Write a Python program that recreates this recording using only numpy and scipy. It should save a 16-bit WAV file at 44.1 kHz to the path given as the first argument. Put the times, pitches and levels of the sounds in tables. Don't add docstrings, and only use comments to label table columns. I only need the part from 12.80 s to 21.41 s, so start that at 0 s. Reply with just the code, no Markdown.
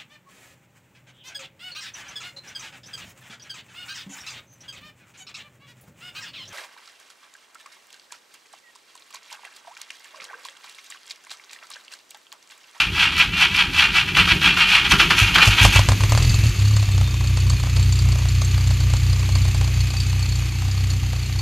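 import sys
import numpy as np
from scipy import signal
from scipy.fft import rfft, irfft, next_fast_len
from scipy.io import wavfile
from scipy.ndimage import map_coordinates

SR = 44100
rng = np.random.default_rng(int(sys.argv[2]) if len(sys.argv) > 2 else 0)


def put_to_file(sound):
    columns = np.atleast_2d(sound).T
    safe = np.clip(columns, -1, 1)
    whole_steps = np.round(safe * 32767)
    wavfile.write(sys.argv[1], SR, whole_steps.astype(np.int16))


N = 379701

# peak_s, load_db, rise_s
COMPRESSION_STROKES = [(0.014, -13.5, 0.025), (0.245, -13.5, 0.076), (0.333, -22.0, 0.015),
                       (0.411, -12.5, 0.036), (0.537, -25.5, 0.011), (0.634, -12.5, 0.055),
                       (0.809, -14.5, 0.065), (1.033, -12.0, 0.072), (1.181, -12.5, 0.038),
                       (1.294, -24.0, 0.023), (1.393, -11.5, 0.032), (1.516, -14, 0.05),
                       (1.674, -11.5, 0.046), (1.819, -14.0, 0.056), (1.973, -12.0, 0.091),
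                       (2.057, -17.5, 0.011), (2.12, -11.5, 0.018), (2.204, -8.5, 0.01284),
                       (2.312, -13.0, 0.014), (2.392, -13, 0.018), (2.441, -17.5, 0.026),
                       (2.484, -18.5, 0.016), (2.559, -12, 0.017), (2.635, -10.0, 0.023),
                       (2.73, -17, 0.035), (2.795, -11.5, 0.0198), (2.85, -14.5, 0.032),
                       (2.968, -15.5, 0.05)]
# start_s, level_db
PINION_SLAMS = [(1.369, -5), (1.389, -15), (1.476, -15.5), (1.616, -15), (1.771, -12.5), (2.117, -3.5),
                (2.201, -8), (2.306, -4), (2.557, -4.5), (2.583, -3.5), (2.623, -6)]
# start_s, exhaust_db, knock_db
FIRST_FIRINGS = [(2.421, -9, -22), (2.676, -6, -10), (2.816, -6, -21), (2.851, -4, 0.5), (2.961, -7, -9),
                 (2.993, -6, -9.5), (3.088, -7.5, -6.5), (3.119, -9, -13), (3.207, -11.5, -16),
                 (3.237, -10, -14), (3.295, -12, -23), (3.322, -8.5, -10.5), (3.35, -7.5, -16),
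                 (3.376, -8.5, -12.5), (3.4, -9, -24), (3.424, -8, -25), (3.448, -7.5, -27),
                 (3.472, -5.5, -33), (3.497, -7.5, -37), (3.517, -22, -39), (3.543, -7, -24),
                 (3.589, -7.5, -27), (3.638, -9, -23), (3.665, -7.5, -39), (3.691, -8, -43)]
# time_s, firing_rate_hz
FIRING_RATE = [(3.76, 31.98), (3.9, 35.33), (4.1, 32.56), (4.3, 30.12), (4.6, 31.19), (4.85, 29.78),
               (5.0, 31.32), (5.4, 30.05), (5.65, 31.21), (6.2, 30.4), (6.5, 31.65), (6.9, 30.45),
               (7.35, 31.37), (7.65, 29.77), (7.9, 32.16), (8.15, 31.22), (8.4, 30.09), (8.61, 31.69)]
# time_s, level_db
TIMING_DRIVE = [(3.15, -33), (3.48, -32.5), (4.18, -37.5), (5.81, -36.5), (6.78, -36.5), (8.26, -38.5),
                (8.6, -39.5)]
MEAN_LOAD_DB = -20


def amp(db):
    return 10 ** (np.asarray(db) / 20)


def unit(x):
    return x / np.sqrt(np.mean(x ** 2) + 1e-20)


def clock():
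    return np.arange(N) / SR


def curve(rows):
    return np.interp(clock(), *np.transpose(rows))


def along(points, hz):
    knots_hz, values = np.transpose(points)
    return np.interp(np.log(hz + 1), np.log(knots_hz), values)


def wobble(rate_hz):
    knots = rng.standard_normal(int(N * rate_hz / SR) + 4)
    return map_coordinates(knots, [np.arange(N) * rate_hz / SR])


def filtered(x, response):
    size = next_fast_len(N + SR // 2)
    return irfft(rfft(x, size) * response(np.fft.rfftfreq(size, 1 / SR)), size)[..., :N]


def coloured(x, points):
    def response(hz):
        cepstrum = irfft(np.log(amp(along(points, hz))))
        cepstrum[1:len(hz) - 1] *= 2
        cepstrum[len(hz):] = 0
        return np.exp(rfft(cepstrum))
    return filtered(x, response)


def ringing(x, modes):
    def response(hz):
        return sum((-1) ** k * amp(db) * 1j * hz * width / (centre ** 2 - hz ** 2 + 1j * hz * width)
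                   for k, (centre, width, db) in enumerate(modes))
    return filtered(x, response)


def impulses(times, sizes):
    return np.bincount(np.clip(np.round(times * SR).astype(int), 0, N), sizes, N + 1)[:N]


def bursts(times, db, t60, tail_db, tail_t60):
    t = clock()[:SR // 4]
    power = amp(-60 * t / t60) ** 2 + amp(tail_db - 60 * t / tail_t60) ** 2
    total_power = signal.fftconvolve(impulses(times, amp(db) ** 2), power)[:N]
    return np.sqrt(np.abs(total_power)) * rng.standard_normal(N)


def swells(events):
    t = clock()[::32]
    power = sum(amp(db) ** 2 * np.exp(-2 * np.where(t < s, ((s - t) / rise) ** 2, (t - s) / fall))
                for s, db, rise, fall in events)
    return np.interp(clock(), t, 10 * np.log10(power + 1e-20))


def cycle_times(rate_hz):
    return np.flatnonzero(np.diff(np.floor(np.cumsum(rate_hz) / SR), prepend=0)) / SR


def tone(pitch_hz):
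    return np.sin(2 * np.pi * np.cumsum(pitch_hz) / SR)


def starter_load():
    free_db, off_s, run_down_db_per_s = -35, 3.08, 170
    pushes_db = swells([(s, db, rise, .033 + .16 * rise) for s, db, rise in COMPRESSION_STROKES])
    unloaded_db = free_db - run_down_db_per_s * np.maximum(clock() - off_s, 0)
    return 20 * np.log10(np.hypot(amp(pushes_db), amp(unloaded_db)))


def starter(load_db):
    # frequency_hz, gain_db
    gear_spectrum = [(290, -47), (500, -32.5), (680, -23), (820, -8), (1040, -11.5), (1410, -1.5),
                     (1520, -5), (2120, -8), (2400, 3), (2800, -4), (3280, -3), (3620, -8.5), (7730, -29),
                     (11100, -38), (14300, -49)]
    # centre_hz, width_hz, gain_db
    housing_modes = [(1450, 68, -7.5), (1615, 9.7, -4), (1988, 82, -4), (2438, 35, 4.5), (2762, 103, 5.5),
                     (3020, 22, 6.5), (3226, 87, 4), (4137, 12, 3)]
    lagged_db = np.interp(clock() - .05, clock(), load_db)
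    drag_db = np.clip(lagged_db - MEAN_LOAD_DB, -15, 15)
    for s, _ in PINION_SLAMS:
        load_db = load_db - 7 * np.exp(-((clock() - s + 0.0089) / 0.0033) ** 2)
    mesh_hz = 320 * (1 - .005 * drag_db) * (1 + .004 * wobble(25) + .02 * wobble(4))
    teeth = cycle_times(mesh_hz)
    strikes = unit(impulses(teeth, amp(2 * rng.standard_normal(N)[:len(teeth)])))
    runout = tone(mesh_hz / 5)
    force = strikes + .55 * rng.standard_normal(N)
    force = unit(force * amp(1.8 * runout + 2.6 * wobble(90)))
    t = clock()[:SR // 16]
    casting = rng.standard_normal(len(t)) * amp(-60 * t / 0.031)
    grind = unit(coloured(signal.fftconvolve(force, casting)[:N], gear_spectrum))
    scrape = unit(coloured(rng.standard_normal(N) * amp(2 * runout), gear_spectrum))
    ring_spectrum = [(500, -32), (1100, -1.5), (2600, -1), (4500, -3.0), (9000, -15.5)]
    ring = unit(coloured(ringing(force, housing_modes), ring_spectrum))
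    return amp(load_db + 0.58) * (amp(-7) * grind + amp(-3.8) * scrape + amp(-3) * ring)


def tooth_rasp():
    # frequency_hz, gain_db
    rasp_spectrum = [(2000, -26), (3000, 5), (4200, 1), (6000, -4.5), (8000, -13.5), (11000, -14.5),
                     (14000, -19)]
    lead_share, fall_s = 0.29, 0.039
    level_db = swells([(s - lead_share * rise, db - 14, rise, fall_s)
                       for s, db, rise in COMPRESSION_STROKES])
    friction = rng.standard_normal(N) * amp(3.3 * wobble(400))
    return amp(level_db) * unit(coloured(friction, rasp_spectrum))


def block_shudder(load_db):
    # time_s, level_db
    shaking = [(0, -37.5), (2.3, -34.5), (3.5, -35), (3.85, -39), (8.6, -43.5)]
    # peak_s, level_db
    shoves = [(1.41, -25), (1.55, -24.5), (1.68, -28), (2.14, -23), (2.25, -26.5), (2.59, -30.5),
              (2.85, -26.5)]
    # frequency_hz, gain_db
    block_spectrum = [(20, -51), (45, 7), (80, 4), (130, 1.5), (180, 2.5), (230, -9), (290, -11),
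                      (340, -3.5), (400, -19.5), (520, -22.5), (900, -37.5)]
    # centre_hz, width_hz, gain_db
    mount_modes = [(181, 9.2, 3.5), (280.4, 22, -8), (394, 12.7, -6.5)]
    shove_rise_s, shove_fall_s = 0.034, 0.049
    cranking = np.interp(clock(), [2.4, 3], [1, 0])
    rock_db = 0.29 * cranking * (MEAN_LOAD_DB - load_db)
    shove_db = swells([(s, db, shove_rise_s, shove_fall_s) for s, db in shoves])
    motion = np.hypot(amp(curve(shaking) + rock_db), amp(shove_db))
    rumble = unit(coloured(rng.standard_normal(N), block_spectrum))
    mount_force = coloured(rng.standard_normal(N), [(100, -4.5), (170, -1), (420, -2), (700, -29)])
    groan = unit(ringing(mount_force, mount_modes))
    return motion * (amp(3.0) * rumble + amp(-4.5) * groan)


def timing_chain(firing_times):
    # frequency_hz, gain_db
    rustle_spectrum = [(150, -20), (250, -1), (593, -16), (739, -13), (1190, -13), (1610, -9), (2550, -2.5),
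                       (3890, -8.5), (4450, -8), (5280, -17.5), (6690, -8), (7930, -23.5), (10600, -20),
                       (12700, -19.5), (14300, -28)]
    # centre_hz, width_hz, gain_db
    cover_modes = [(1180, 74, 2), (2390, 390, 0.5), (4820, 1140, -4.5), (6390, 110, 1.5), (7020, 140, -5),
                   (8270, 290, -10.5), (12800, 520, -13)]
    level = amp(curve(TIMING_DRIVE) - 1.76) * np.interp(clock(), [0, 2, 2.7], [.09, .28, 1])
    cam = np.cos(2 * np.pi * np.interp(clock(), firing_times, np.arange(len(firing_times))))
    links = rng.standard_normal(N) * amp(0.81 * cam + 1.7 * wobble(300) + 0.11 * wobble(11))
    rustle = unit(coloured(links, rustle_spectrum))
    cover = unit(ringing(links[::-1], cover_modes))
    return level * (amp(3) * rustle + amp(-3) * cover)


def intake_gulps():
    # start_s, level_db
    gulps = [(0.061, -30), (.26, -43), (0.468, -29), (.67, -54), (0.892, -31.5), (1.249, -33.5),
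             (1.38, -30), (1.521, -39)]
    length_s, start_hz, end_hz = 0.155, 135, 55
    sound = np.zeros(N)
    for s, db in gulps:
        progress = np.clip((clock() - s) / length_s, 0, 1)
        pitch_hz = start_hz * (end_hz / start_hz) ** progress
        sound += amp(db) * np.sin(np.pi * progress) * tone(pitch_hz)
    return sound


def backlash():
    clank_spectrum = [(100, -17), (400, -2.5), (550, -11.5), (900, -0.5), (1400, 9), (2000, 0),
                      (4500, -4.5), (8000, -24), (14000, -34)]
    times, db = np.transpose(PINION_SLAMS)
    return coloured(bursts(times, db, t60=0.046, tail_db=-5, tail_t60=0.23), clank_spectrum)


def intake_spit():
    # peak_s, level_db
    spits = [(2.122, -37.5), (2.204, -43), (2.405, -32.5), (2.668, -32), (2.844, -29.5), (2.955, -32)]
    # frequency_hz, gain_db
    hiss_spectrum = [(2000, -22.5), (4500, 10), (6500, 13.5), (8000, 4), (11000, 5.5), (14000, -4)]
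    rise_s, fall_s = 0.032, 0.036
    grit = rng.standard_normal(N) * amp(3.6 * wobble(650))
    level_db = swells([(s, db, rise_s, fall_s) for s, db in spits])
    return amp(level_db + 7.0) * unit(coloured(grit, hiss_spectrum))


def firings():
    # time_s, level_db
    throb_level = [(3.8, -17), (3.94, -18.5), (4.09, -18.5), (4.21, -12.5), (4.3, -21), (4.74, -13.5),
                   (4.76, -21.5), (5.02, -14.5), (5.04, -16.5), (7.05, -17), (7.11, -20), (7.29, -18.5),
                   (7.73, -22), (7.83, -20), (8.47, -22), (8.55, -22)]
    # time_s, change_db
    misfires = [(3.766, -10), (4.058, -24), (6.49, -4), (6.72, -5), (7.11, -5.5)]
    start_s = FIRING_RATE[0][0]
    times = np.append(start_s, cycle_times(curve(FIRING_RATE) * (clock() > start_s)))
    db = np.interp(times, *np.transpose(throb_level)) - 2.6 + 1.48 * rng.standard_normal(N)[:len(times)]
    for s, change_db in misfires:
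        db[np.argmin(abs(times - s))] += change_db
    return times, db


def exhaust(firing_times, firing_db):
    # frequency_hz, gain_db
    puff_spectrum = [(15, -50), (30, -16), (45, 1), (62, 6), (80, 6), (100, 6.5), (124, 8), (136, -2),
                     (152, -22), (185, -21.5), (220, -19.5), (330, -40.5), (500, -39.5), (1200, -69.5)]
    lead_s, round_trip_s, reflection = .006, .0198, .56
    catch_times, catch_db, _ = np.transpose(FIRST_FIRINGS)
    catching = impulses(catch_times - lead_s, amp(catch_db + 43.0))
    running = impulses(firing_times - lead_s, amp(firing_db + 52))
    puffs = coloured(catching + running, puff_spectrum)
    return filtered(puffs, lambda hz: 1 / (1 - reflection * np.exp(-2j * np.pi * hz * round_trip_s)))


def piston_knocks(firing_times, firing_db):
    # start_s, level_db
    hard_knocks = [(3.968, -20), (4.028, -23), (4.09, -25), (4.18, -22.5), (4.213, -21.5), (4.277, -28),
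                   (4.342, -26), (4.446, -28), (4.574, -22), (4.703, -22.5), (4.801, -30), (4.837, -23),
                   (4.871, -25), (4.967, -21), (5.326, -27), (5.358, -23), (5.39, -24), (5.456, -24),
                   (5.619, -22), (5.78, -24.5), (5.911, -23), (6.009, -28), (6.138, -18), (6.431, -25),
                   (6.491, -25), (6.557, -22), (6.653, -25), (6.748, -23), (6.813, -20), (6.881, -26),
                   (7.14, -26), (7.822, -30), (8.333, -27), (8.594, -32)]
    # frequency_hz, gain_db
    piston_spectrum = [(200, -5.5), (420, -5), (560, 0.5), (760, 1), (1100, 3.5), (1400, -6), (2000, -5),
                       (4000, -8.5), (8000, -12), (14000, -35)]
    catch_times, _, catch_db = np.transpose(FIRST_FIRINGS)
    hard_times, hard_db = np.transpose(hard_knocks)
    soft_db = -19 + 0.7 * firing_db + 3 * rng.standard_normal(N)[:len(firing_times)]
    times = np.r_[catch_times, hard_times, firing_times + .003]
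    db = np.r_[catch_db, hard_db, soft_db]
    slaps = impulses(times, amp(db + 11))
    blows = slaps + amp(-12) * bursts(times, db, t60=.032, tail_db=-5, tail_t60=.11)
    stepped_back = np.interp(clock(), [6.5, 7.85], [0, 1])
    hollow = ringing(blows, [(784, 43, 23)]) * stepped_back
    return amp(13) * coloured(blows, piston_spectrum) + ringing(blows, [(1180, 66, 4.4)]) + hollow


def valve_ticks(firing_times):
    # start_s, level_db, upper_ring_db
    hard_ticks = [(3.4238, -15, -16), (3.4941, -18.5, -19), (3.541, -20, -16), (3.963, -21, -9),
                  (4.6976, -18, -11), (4.963, -19.5, -16), (5.123, -20, -7), (5.1883, -19, -17),
                  (5.4855, -19, -9), (5.6158, -19.5, -7), (5.6462, -22, -1), (6.2972, -26, -20),
                  (6.552, -24, -22), (6.842, -25, -22), (7.0043, -20, -15), (7.202, -18.5, -16),
                  (7.4262, -23, -18), (7.52, -27, -24), (8.1021, -22, -12), (8.588, -24, -25)]
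    # pitch_hz, level_db, t60_s
    valve_modes = [(4370, -5.5, 0.069), (4707, -5, 0.038), (6620, -9.5, 0.065), (7355, -6.5, 0.042)]
    # frequency_hz, gain_db
    click_spectrum = [(800, -23), (2000, -11), (3800, 10.5), (5600, 5), (7000, -5), (9000, 2), (14000, -41)]
    usual_upper_db, attack_s = -12, 0.0015
    hard_times, hard_db, upper_db = np.transpose(hard_ticks)
    soft_times = np.r_[np.transpose(FIRST_FIRINGS)[0], firing_times]
    times = np.r_[hard_times, soft_times]
    chance = rng.standard_normal((len(times), 3, len(valve_modes)))
    drive_db = np.interp(soft_times, *np.transpose(TIMING_DRIVE))
    soft_db = drive_db + 9.5 + 3 * chance[len(hard_times):, 2, 0]
    db = np.r_[hard_db - 1.5, soft_db]
    bright_db = np.r_[upper_db - usual_upper_db, np.zeros(len(soft_times))]
    clicks = bursts(times, db, t60=0.015, tail_db=-4.0, tail_t60=0.14)
    sound = amp(-9.5) * coloured(clicks, click_spectrum)
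    t = clock()[:SR // 16]
    for k, (hz, mode_db, t60) in enumerate(valve_modes):
        scatter_db = 3.2 * np.clip(chance[:, 0, k], -2, 1.5)
        size = amp(db + mode_db + scatter_db + bright_db * (.65 if hz > 6000 else -.4))
        pitch_hz = hz * (1 + .022 * chance[:, 1, k])
        envelope = amp(-60 * t / t60) * (1 - np.exp(-t / attack_s))
        rings = size[:, None] * np.sin(2 * np.pi * pitch_hz[:, None] * t) * envelope
        sound += impulses((times[:, None] + t).ravel(), rings.ravel())
    return sound


def bay_boom(exhaust_sound):
    # time_s, gain_db
    boom_gain = [(3.2, -25), (3.45, -5), (3.7, -3), (3.9, -20), (6.8, -16), (7.6, 0), (8.6, 3)]
    # centre_hz, width_hz, gain_db
    bay_mode = [(168, 30, 4)]
    drive = coloured(exhaust_sound, [(120, -44), (160, 0.5), (400, 4)])
    return amp(curve(boom_gain)) * ringing(drive, bay_mode)


def sprocket_whine():
    # time_s, level_db
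    whine_level = [(3, -70), (3.5, -37.5), (4.2, -46.5), (4.6, -42), (5.1, -51), (5.6, -65), (7.2, -43),
                   (8.6, -72)]
    pitch_hz = 82.5 * curve(FIRING_RATE) * (1 + 0.01215 * wobble(45))
    return amp(curve(whine_level) + 3.7 * wobble(60)) * tone(pitch_hz)


def bearing_ring():
    # peak_s, level_db, rise_s, fall_s
    ring_swell = [(4.3, -42.5, .2, 0.27)]
    centre_hz, width_hz = 3620, 70
    mode = [(centre_hz, width_hz, 0)]
    rub = rng.standard_normal(N)
    return amp(swells(ring_swell)) * unit(ringing(ringing(rub, mode), mode))


def bay_scatter(mid):
    # frequency_hz, gain_db
    side_spectrum = [(3300, -70), (3900, -27), (4600, -18), (5500, -11.5), (7000, -7), (10000, -3.5),
                     (13000, -3)]
    frames = signal.stft(mid, nperseg=256)[2]
    random_phase = np.exp(2j * np.pi * rng.random(frames.shape))
    diffuse = signal.istft(frames * random_phase, nperseg=256)[1][:N]
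    return filtered(diffuse, lambda hz: amp(along(side_spectrum, hz)))


def scene():
    times, db = firings()
    load_db = starter_load()
    mid = starter(load_db) + tooth_rasp() + backlash()
    mid += block_shudder(load_db) + intake_gulps() + intake_spit()
    pipe = exhaust(times, db)
    mid += pipe + bay_boom(pipe) + piston_knocks(times, db) + valve_ticks(times)
    mid += timing_chain(times) + sprocket_whine() + bearing_ring()
    side = bay_scatter(mid)
    return np.array([mid + side, mid - side])


def record(dry):
    top_hz = 14550
    rounded = dry / (1 + np.abs(dry) ** 6) ** (1 / 6)
    return filtered(rounded, lambda hz: hz < top_hz)


dry = scene()
out = record(dry)
put_to_file(out)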